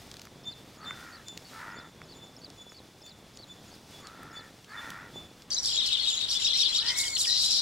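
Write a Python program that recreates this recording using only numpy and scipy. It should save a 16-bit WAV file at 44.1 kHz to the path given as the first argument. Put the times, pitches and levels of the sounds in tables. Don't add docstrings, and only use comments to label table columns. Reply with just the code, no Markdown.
import sys
import numpy as np
from scipy import signal
from scipy.fft import rfft, irfft, next_fast_len
from scipy.io import wavfile
from scipy.ndimage import map_coordinates

SR = 44100
rng = np.random.default_rng(int(sys.argv[2]) if len(sys.argv) > 2 else 0)


def persist_wave(psi):
    counts = np.round(np.clip(psi, -1, 1) * 32767).astype(np.int16)
    wavfile.write(sys.argv[1], SR, np.atleast_2d(counts).T)


def gain_from_decibels(decibels):
    exponent = np.asarray(decibels, float) / 20
    return 10 ** exponent


N = 335600
CUT_S = 5.504

# (time [s], length [s], middle pitch [Hz], level [dB])
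ARCHED_NOTES = [(5.533, 0.024, 6500, -31), (5.584, 0.022, 6020, -32.5), (5.622, 0.025, 5750, -40),
                (6.327, 0.044, 5200, -35.5), (6.431, .035, 5700, -37.5), (6.445, 0.027, 5000, -35),
                (6.61, 0.023, 5700, -31), (6.631, 0.033, 4660, -29), (6.872, 0.0222, 5180, -32),
                (7.08, 0.01, 4800, -34), (7.269, 0.022, 5660, -33), (7.52, 0.037, 5650, -35)]
# (time [s], length [s], middle pitch [Hz], level [dB])
HOOKED_NOTES = [
    (5.857, 0.037, 4150, -32.5),
    (7.153, 0.019, 4020, -30),
    (7.24, .018, 3300, -33),
]
# (time [s], length [s], middle pitch [Hz], level [dB])
LEVEL_NOTES = [(5.672, 0.02, 8160, -42), (5.742, 0.042, 3370, -34.5), (5.995, 0.059, 4260, -33.5),
               (6.042, 0.025, 3380, -38), (6.133, 0.063, 6790, -40), (6.17, 0.033, 3940, -34.5),
               (6.19, .03, 4280, -47), (6.35, 0.031, 3516, -29.5), (6.39, .02, 3950, -39),
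               (6.5, 0.04, 3450, -33), (6.538, 0.033, 4140, -30.5), (6.565, 0.041, 5420, -35.5),
               (6.688, 0.03, 4130, -32), (6.723, 0.016, 3270, -31), (6.98, 0.057, 6240, -47),
               (7.128, 0.043, 4340, -35.5), (7.151, 0.0072, 4280, -28)]
# (time [s], length [s], final pitch [Hz], level [dB])
PLUNGING_NOTES = [
    (5.504, 0.033, 4630, -30.5),
    (5.554, 0.031, 3970, -32.5),
    (5.638, 0.048, 3540, -40),
    (5.675, 0.054, 3250, -37),
    (6.876, 0.037, 3140, -32),
    (7.039, 0.044, 3180, -39),
    (7.277, 0.042, 3820, -28.5),
]
# (time [s], level [dB])
SEEPS = [
    (5.721, -41),
    (6.083, -39),
    (6.395, -40),
    (6.722, -40),
    (7.1, -41),
    (7.48, -41),
]
# (length [s], start [Hz], middle [Hz], end [Hz])
SEEP_SHAPE = (.065, 7200, 7080, 6950)
# (time [s], level [dB], extra level of later notes [dB])
CHATTER_TIMES = [
    (5.775, -24.5, -4),
    (5.92, -25, -3),
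    (6.072, -25.5, -4.5),
    (6.226, -28, -20),
    (6.447, -24, -5),
    (6.597, -24.5, -2),
    (6.745, -26.5, -15),
]
# (delay [s], length [s], start [Hz], middle [Hz], end [Hz], level [dB])
CHATTER_CALL = [
    (-.014, 0.0164, 2540, 3060, 3600, -15),
    (0, .024, 3660, 3830, 3720, 1.5),
    (.024, .016, 3620, 3430, 3080, 1),
    (0.05, 0.036, 3620, 3500, 3120, -2.5),
]
# (time [s], length [s], start [Hz], middle [Hz], end [Hz], level [dB])
WHISTLE = [
    (6.77, .1, 1200, 1430, 1650, -55),
    (6.895, 0.04, 2200, 2090, 2110, -42),
    (6.955, 0.1, 2205, 2175, 2170, -38),
    (7.05, 0.092, 2170, 2190, 2180, -40.5),
    (7.15, .02, 2130, 2050, 1850, -50),
    (7.27, .036, 1860, 1885, 1910, -44),
    (7.315, .08, 1920, 1990, 2050, -54),
]
# (time [s], level [dB])
MUTTERS = [
    (5.805, -53),
    (5.862, -52),
    (5.952, -57),
    (6.012, -51),
    (6.17, -51),
    (6.39, -51),
    (6.535, -48),
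    (6.698, -49),
]
# (length [s], start [Hz], middle [Hz], end [Hz])
MUTTER_SHAPE = (.02, 2080, 2050, 2000)
# (time [s], level [dB], overtone level [dB])
LOOP_TIMES = [
    (5.647, -32, -22),
    (5.848, -39, -22),
    (6.071, -38, -22),
    (6.284, -30, -20),
    (6.53, -32, -24),
    (6.752, -28.5, -24),
    (6.964, -31, -5),
    (7.174, -30, -9),
    (7.406, -34, -7),
]
# (delay [s], length [s], start [Hz], middle [Hz], end [Hz], level [dB])
LOOP_CALL = [
    (0, .022, 3300, 5450, 5650, -2),
    (.019, .022, 5700, 4400, 3830, 0),
    (.038, .01, 3820, 3780, 3800, 0),
    (.045, .014, 3850, 4850, 4750, -2),
    (.057, .022, 4750, 3700, 2750, -4),
]
# (time [s], level [dB])
BUZZ_LEVEL = [
    (7.265, -68),
    (7.3, -24.5),
    (7.4, -30),
    (7.5, -30),
    (7.61, -27),
]
# (centre [Hz], width [Hz], level [dB])
BUZZ_THROAT = [(3950, 480, -0.5), (4800, 180, 0.5), (5250, 970, -5)]
# (time [s], level [dB])
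CROWD_EFFORT = [
    (5.52, -48),
    (5.62, -52),
    (5.75, -31),
    (5.96, -30.5),
    (6.32, -35),
    (6.62, -27),
    (6.88, -31.5),
    (7.13, -44.5),
    (7.32, -35.5),
]
# (frequency [Hz], level [dB])
CROWD_COLOUR = [(1500, -42), (2500, -2.5), (4000, -14.5), (5600, 11.5), (6500, -7), (7900, -12),
                (9300, -20.5), (15800, -35.5)]
# (time [s], level [dB], extra hiss [dB])
SQUABBLES = [(5.53, -35, -18), (5.661, -31.5, -10.5), (5.74, -39, -23), (5.87, -37, -9.5), (6.1, -39, -5),
             (6.18, -57, -12), (6.32, -32.5, -9), (6.451, -29, -19.5), (6.6, -29.5, -15.5),
             (6.76, -35, -10.5), (6.89, -31, -21), (6.994, -37, 4), (7.07, -41, -3.5), (7.201, -38.5, 5),
             (7.27, -35, -15), (7.39, -31, -14), (7.45, -37, 1), (7.53, -28, -15), (7.6, -43, -11)]
# (time [s], half length [s], level change [dB])
PAUSES = [(5.62, .015, -4), (5.824, .008, -0.5), (6.052, 0.011, 0), (6.22, 0.011, 1.5),
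          (6.278, 0.014, -2.5), (6.405, .025, -1.5), (6.726, .012, -2.5), (6.836, 0.022, -5.5),
          (6.949, .02, -5), (7.125, 0.031, -3), (7.262, 0.0089, 0.5)]
# (time [s], level [dB], pitch [Hz], tail level [dB], overtone level [dB])
PEEPS = [(.445, -34, 3560, -13, -23), (.845, -36.5, 3563, -7.5, -22), (1.262, -46.5, 3530, -3.5, -10.5),
         (1.74, -54, 3534, 4.5, -14), (2.14, -51.5, 3520, 6, -17), (2.575, -53.5, 3465, 5, -11),
         (3.03, -50, 3540, -6, -11), (3.475, -46.5, 3500, -8.5, -12.5), (3.925, -69, 3430, 15.5, -11),
         (4.335, -44, 3490, -7.5, -15), (4.752, -42.5, 3526, -5, -19), (5.14, -40, 3500, -8, -16.5)]
# (time [s], level [dB], extra level of high notes [dB])
WARBLES = [(0.513, -56, -7), (0.838, -56, -11), (1.153, -55.5, -9.5), (1.473, -56, -11), (1.789, -57.5, -5),
           (2.114, -56.5, -10), (2.442, -55, -8), (2.772, -55, -10), (3.094, -55, -8), (3.417, -54.5, -10),
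           (3.739, -60, -7), (4.064, -60, -14), (4.388, -56.5, -9), (4.716, -60, -19)]
# (delay [s], length [s], start [Hz], middle [Hz], end [Hz], level [dB])
WARBLE_PHRASE = [
    (-.078, .013, 5500, 5250, 4900, 8),
    (-.062, .03, 6650, 6850, 5750, 4),
    (-.028, .028, 4350, 4540, 4300, 2.5),
    (0, .027, 5195, 4280, 3880, 3.5),
]
# (time [s], length [s], third partial [dB], fourth at start [dB], fourth at end [dB])
CAWS = [
    (0.741, 0.52, -51.5, -14, 1.5),
    (1.493, 0.41, -47.5, -4, -7),
    (3.971, 0.56, -52.5, -20, 4.5),
    (4.662, 0.47, -48, 4, -4),
    (6.797, 0.29, -54, 10.5, 16.5),
]
# (open pitch [Hz], opens after [s], a third of the final sag [Hz])
CAW_PITCH = [
    (482, 0.13, 13.5),
    (470.5, .04, 7.5),
    (457, .11, 6.5),
    (460, .05, 0),
    (502.5, 0.09, 4.5),
]
# (time [s], peak level [dB], bright part [dB], dull part [dB])
FIRE_SNAPS = [(0.1148, -31, -22, -25), (0.1413, -34.5, -18, -7), (0.168, -31, -17, -15),
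              (0.195, -31, -21, -21), (0.2173, -31.5, -13, -20), (0.253, -37, -10, -9),
              (0.2705, -44, -20, 4), (0.908, -41, -27, 13), (1.284, -27.5, -41, -18),
              (1.3753, -24.5, -17, -47), (2.017, -43.5, -14.5, 5), (2.271, -52, -16, -11),
              (2.5018, -35.5, -31, -21), (2.719, -49.5, -25, 7.5), (3.063, -37, -10, -14),
              (3.3727, -33.5, -29, -19), (3.5394, -44, -19, -10), (4.0706, -30, -38, -12),
              (4.2315, -48, 4, -2), (4.6448, -37, -17, -31), (4.9036, -27.5, -9, -24),
              (5.4212, -36, -21, -15)]
# (time [s], half length [s], level [dB])
FOOTSTEPS = [(.01, 0.15, -68), (0.67, 0.094, -76.5), (1.01, 0.1, -67.5), (1.287, 0.13, -78),
             (1.554, 0.11, -64.5), (3.72, 0.077, -71.5), (3.945, 0.062, -66.5), (4.082, 0.045, -79),
             (4.456, 0.2, -82), (4.86, 0.1, -67), (5.148, 0.13, -77)]
# (frequency [Hz], level [dB])
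GRASS_COLOUR = [(400, 6.5), (2000, 7.5), (5000, 10), (9000, 1), (15000, -6)]
# (time [s], level [dB])
WIND_LEVEL = [(0.0, -55.5), (0.23, -58.5), (0.31, -59), (0.49, -55.5), (0.79, -60.5), (0.87, -55.5),
              (1.48, -60.5), (1.61, -56), (1.96, -58), (2.51, -58.5), (2.61, -60), (4.48, -57.5),
              (4.62, -63), (4.89, -54), (5.11, -59), (5.18, -53.5), (5.44, -62.5), (5.49, -55)]
# (frequency [Hz],
# level [dB])
WIND_COLOUR = [(15, -43), (25, -11), (107, 3.5), (193, 1.5), (2170, -16.5), (3170, -21), (3440, -8),
               (3720, -17.5), (5430, -38), (8580, -53), (15500, -64)]
# (frequency [Hz], level [dB])
COLONY_AIR_COLOUR = [(15, -34), (25, -3.5), (102, -4), (130, -6.5), (216, -6), (357, -9.5), (431, -9),
                     (540, -10), (2200, -12.5), (2860, -30), (4840, -120)]


def unit(x):
    return x / np.sqrt(np.mean(x ** 2) + 1e-20)


def curves(rows):
    s, *columns = np.transpose(rows)
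    return [np.interp(np.arange(N) / SR, s, column) for column in columns]


def wobble(rate, size=N):
    knots = rng.standard_normal(int(size * rate / SR) + 4)
    return map_coordinates(knots, [np.arange(size) * rate / SR])


def filtered(x, response):
    m = next_fast_len(N + 8192)
    return irfft(rfft(x, m) * response(np.fft.rfftfreq(m, 1 / SR)), m)[..., :N]


def coloured(x, points):
    f, db = np.transpose(points)
    return unit(filtered(x, lambda hz: gain_from_decibels(np.interp(np.log(hz + 1), np.log(f), db))))


def band(x, lo_hz, hi_hz):
    return signal.sosfilt(signal.butter(2, [lo_hz, hi_hz], "bandpass", fs=SR, output="sos"), x)


def rush(points, width):
    shared, apart = rng.standard_normal((2, N))
    return coloured(np.array([shared + width * apart, shared - width * apart]), points)


def notes(rows, rough_db, overtone_db, edge=0.073):
    out = np.zeros(N + SR)
    for s, length, hz0, hz1, hz2, db in rows:
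        u = np.linspace(0, 1, int(length * SR))
        pitch = np.polyval(np.polyfit([0, .5, 1], [hz0, hz1, hz2], deg=2), u)
        turn = 2 * np.pi * np.cumsum(pitch) / SR
        shape = np.sin(np.pi / 2 * np.clip(np.minimum(u, 1 - u) / edge, 0, 1))
        size = gain_from_decibels(db + 2.0 + rough_db * wobble(440, size=len(u)))
        tone = np.sin(turn) + gain_from_decibels(overtone_db) * np.sin(2 * turn)
        out[int(s * SR):][:len(u)] += size * shape * tone
    return out[:N]


def echoes(x, t60):
    tail = rng.standard_normal((2, SR // 2)) * gain_from_decibels(-60 * np.arange(SR // 2) / SR / t60)
    return signal.fftconvolve(x[None], tail / np.linalg.norm(tail[0]), axes=1)[:, :N]


def near_notes():
    kinds = [(ARCHED_NOTES, (.87, .88)), (HOOKED_NOTES, (1.08, .66)), (LEVEL_NOTES, (1.01, .985))]
    rows = [(s, n, hz * a, hz, hz * b, db) for table, (a, b) in kinds for s, n, hz, db in table]
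    plunge, share = 1.42, .5
    for s, n, hz, db in PLUNGING_NOTES:
        rows.append((s, n * share, hz * plunge, hz * plunge ** .4, hz, db - 2))
        rows.append((s + n * share - .002, n * (1 - share), hz, hz, hz * .985, db))
    return rows + [(s, *SEEP_SHAPE, db) for s, db in SEEPS]


def buzz():
    beats = np.diff(np.floor(np.cumsum(236 + 30 * wobble(120)) / SR), prepend=0)
    pulses = beats * gain_from_decibels(1.4 * rng.standard_normal(N)) + 0.1 * rng.standard_normal(N)

    def throat(f):
        ring = 0
        for k, (centre, width, db) in enumerate(BUZZ_THROAT):
            damping = 1j * f * width
            ring = ring + (-1) ** k * gain_from_decibels(db) * damping / (centre * centre - f * f + damping)
        return ring ** 2 / (1 + (3450 / (f + 1)) ** 10)

    return gain_from_decibels(curves(BUZZ_LEVEL)[0]) * unit(filtered(pulses, throat))


def near_birds():
    chatter = [(s + ds, n, a, b, c, db + d + later_db * (ds > 0))
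               for s, db, later_db in CHATTER_TIMES for ds, n, a, b, c, d in CHATTER_CALL]
    rows = near_notes()
    low = [row for row in rows if 2300 < row[3] < 4950]
    other = [row for row in rows if not 2300 < row[3] < 4950]
    left = notes(low, rough_db=3, overtone_db=-24)
    left += notes(chatter, rough_db=1.5, overtone_db=-26) + buzz()
    central = notes(other, rough_db=5.5, overtone_db=-36)
    soft = WHISTLE + [(s, *MUTTER_SHAPE, db) for s, db in MUTTERS]
    central += gain_from_decibels(1.5 * wobble(30)) * notes(soft, rough_db=2, overtone_db=-36, edge=.07)
    for s, db, overtone_db in LOOP_TIMES:
        call = [(s + ds, n, a, b, c, db + d) for ds, n, a, b, c, d in LOOP_CALL]
        central += notes(call, 1.5, overtone_db)
    direct = left * gain_from_decibels([[2.7], [-5]]) + central * gain_from_decibels([[.7], [-.7]])
    return direct + gain_from_decibels(-7.5) * echoes(left + central, t60=.11)


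def squabbles():
    s, db, hiss_db = np.transpose(SQUABBLES)[:, :, None]
    late = np.arange(N) / SR - s
    flares = gain_from_decibels(db + np.minimum(397 * late, -181 * late))
    shrill = gain_from_decibels(-47.5) + flares.sum(axis=0)
    hiss = gain_from_decibels(-53) + (gain_from_decibels(hiss_db) * flares).sum(axis=0)
    return shrill, hiss


def crowd():
    when, length, hz, arch, fall, size, side = rng.random((1100, 7)).T
    hz = 3300 * 1.7 ** hz
    end_hz = np.maximum(hz * (.9 - .3 * fall), 2750)
    rows = np.transpose([CUT_S - .1 + 2.2 * when, .01 + .02 * length, hz * (.7 + .36 * arch),
                         hz, end_hz, 5 * size])
    chirps = np.array([notes(rows[heard], rough_db=5, overtone_db=-34) for heard in (side < .6, side > .4)])
    rasp = gain_from_decibels(2.2 * wobble(300) + 1.5 * wobble(45)) * rush(CROWD_COLOUR, width=.8)
    scattered = echoes(chirps.sum(axis=0), t60=.15)
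    birds = 0.7 * unit(chirps) + .6 * unit(scattered) + .7 * unit(rasp)

    def above(f, hz):
        return .5 + .5 * np.tanh((f - hz) / 350)

    edges = [(-SR, 4300), (4300, 6600), (6600, SR)]
    bands = [unit(filtered(birds, lambda f: above(f, lo) - above(f, hi))) for lo, hi in edges]
    shrill, hiss = squabbles()
    low_part = gain_from_decibels(curves(CROWD_EFFORT)[0] - 6.0) * gain_from_decibels([[2.8], [-4.5]]) * bands[0]
    shrill_part = gain_from_decibels([[-1.5], [-3.5]]) * shrill * bands[1]
    hiss_part = gain_from_decibels(2.5) * hiss * gain_from_decibels([[.3], [-.3]]) * bands[2]
    t = np.arange(N) / SR
    hush = gain_from_decibels(sum(db * np.exp(-((t - s) / half) ** 2) for s, half, db in PAUSES))
    return hush * (low_part + shrill_part + hiss_part)


def peeping_bird():
    peeps, t = np.zeros(N + SR), np.arange(SR // 3) / SR
    for s, db, hz, tail_db, overtone_db in PEEPS:
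        swell = np.exp(-((t - .046) / 0.017) ** 2)
        tail = gain_from_decibels(tail_db - 60 * (t / 0.32) ** 2.5) * np.clip(t / 0.02, 0, 1)
        waver = .7 + .45 * wobble(38, size=len(t))
        high_waver = 0.13 + 0.52 * wobble(61.7, size=len(t))
        sag = .025
        turn = 2 * np.pi * hz * t * (1 - sag * t / 2) + .6 * wobble(45, size=len(t))
        low = (swell + tail * waver) * np.sin(turn)
        high = (swell + 3 * tail * high_waver) * np.sin(2 * turn)
        peeps[int((s - .008) * SR):][:len(t)] += gain_from_decibels(db) * (low + gain_from_decibels(overtone_db) * high)
    return peeps[:N]


def warbler():
    rows = [(s + ds, n, a, b, c, db + d + high_db * (a > 5200))
            for s, db, high_db in WARBLES for ds, n, a, b, c, d in WARBLE_PHRASE]
    song = gain_from_decibels(-2) * notes(rows, rough_db=5, overtone_db=-40)
    return song + gain_from_decibels(-29) * echoes(song, t60=0.12)


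def crow():
    out = np.zeros(N)
    breath = unit(band(rng.standard_normal(N), 940, 1940))
    attack_s, release_s, edge_db = 0.098, 0.18, -8.5
    for (s, length, top_db, closed_db, open_db), (open_hz, opens_s, sag_hz) in zip(CAWS, CAW_PITCH):
        u = np.clip((np.arange(N) / SR - s) / length, 0, 1)
        edge = np.clip(1 - length * np.minimum(u / attack_s, (1 - u) / release_s), 0, 1)
        db = top_db + 1.15 * wobble(14) + edge_db * edge
        fourth_db = closed_db + (open_db - closed_db) * u
        second_db = -17 + 2.2 * (top_db - CAWS[0][2]) + 23.5 * (s > CUT_S)
        shake = 21 * wobble(200) + 5 * wobble(25)
        opening = 28 * (1 - np.tanh((u * length - opens_s) / .03))
        turn = 2 * np.pi * np.cumsum(open_hz - opening - 3 * sag_hz * u ** 2 + shake) / SR
        chop = 1 + .45 * np.sin(turn / 5.1 + 2.5 * wobble(30))
        tone = np.sin(3 * turn) + gain_from_decibels(second_db) * np.sin(2 * turn)
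        tone += gain_from_decibels(fourth_db) * (np.sin(4 * turn) + 0.24 * np.sin(5 * turn))
        fade = np.clip(9 * np.minimum(u, 1 - u), 0, 1)
        out += gain_from_decibels(db) * chop * (tone + .6 * breath) * fade
    return 1.16 * out + gain_from_decibels(-15) * echoes(out, t60=0.3)


def fire():
    snaps, t = np.zeros(N), np.arange(SR // 50) / SR
    for s, db, bright_db, dull_db in FIRE_SNAPS:
        crack = rng.standard_normal(len(t)) * gain_from_decibels(-60 * t / 0.01)
        parts = band(crack, 2340, 6700)
        parts += gain_from_decibels(bright_db) * band(crack, 4400, 17500)
        parts += gain_from_decibels(dull_db + 10.5) * band(crack, 1110, 2210)
        snaps[int(s * SR):][:len(t)] += gain_from_decibels(db + 2.5) * parts
    return snaps


def grass():
    s, half, db = np.transpose(FOOTSTEPS)[:, :, None]
    steps = gain_from_decibels(db) * np.exp(-((np.arange(N) / SR - s) / half) ** 2)
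    level = gain_from_decibels(-69.5) + steps.sum(axis=0)
    grains = 1 + 1.8 * (rng.random(N) < 500 / SR)
    return level * gain_from_decibels(9.5 + 1.1 * wobble(25)) * rush(GRASS_COLOUR, width=0.17) * unit(grains)


def wind():
    hits = rng.standard_normal(N) * (rng.random(N) < 90 / SR)
    thuds = coloured(hits, [(60, -4), (250, 5.5), (900, -2.5), (3000, -82)])
    gusts = gain_from_decibels(1.2 * wobble(12))
    return gain_from_decibels(curves(WIND_LEVEL)[0] + 3.5) * (gusts * rush(WIND_COLOUR, width=0.088) + 0.58 * thuds)


def colony_air():
    air = gain_from_decibels(-50.5 + 0.7 * wobble(5)) * rush(COLONY_AIR_COLOUR, width=0.7)
    hum = gain_from_decibels(-59 + 1.4 * wobble(6.9)) * np.sin(2 * np.pi * 100 * np.arange(N) / SR)
    return air + hum


def colony():
    birds = near_birds() + crowd()
    birds = np.array([np.roll(birds[0], shift=2), birds[1]])
    return birds + colony_air()


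def field():
    return peeping_bird() + warbler() + fire() + grass() + wind()


def scene():
    after = np.clip((np.arange(N) / SR - CUT_S) / 0.00036, 0, 1)
    return (1 - after) * field() + after * colony() + crow()


def top_cut(x):
    return signal.sosfilt(signal.butter(12, 16650, fs=SR, output="sos"), x)


def record(dry):
    mix = filtered(dry, lambda hz: hz < 15830)
    return top_cut(mix)


dry = scene()
out = record(dry)
persist_wave(out)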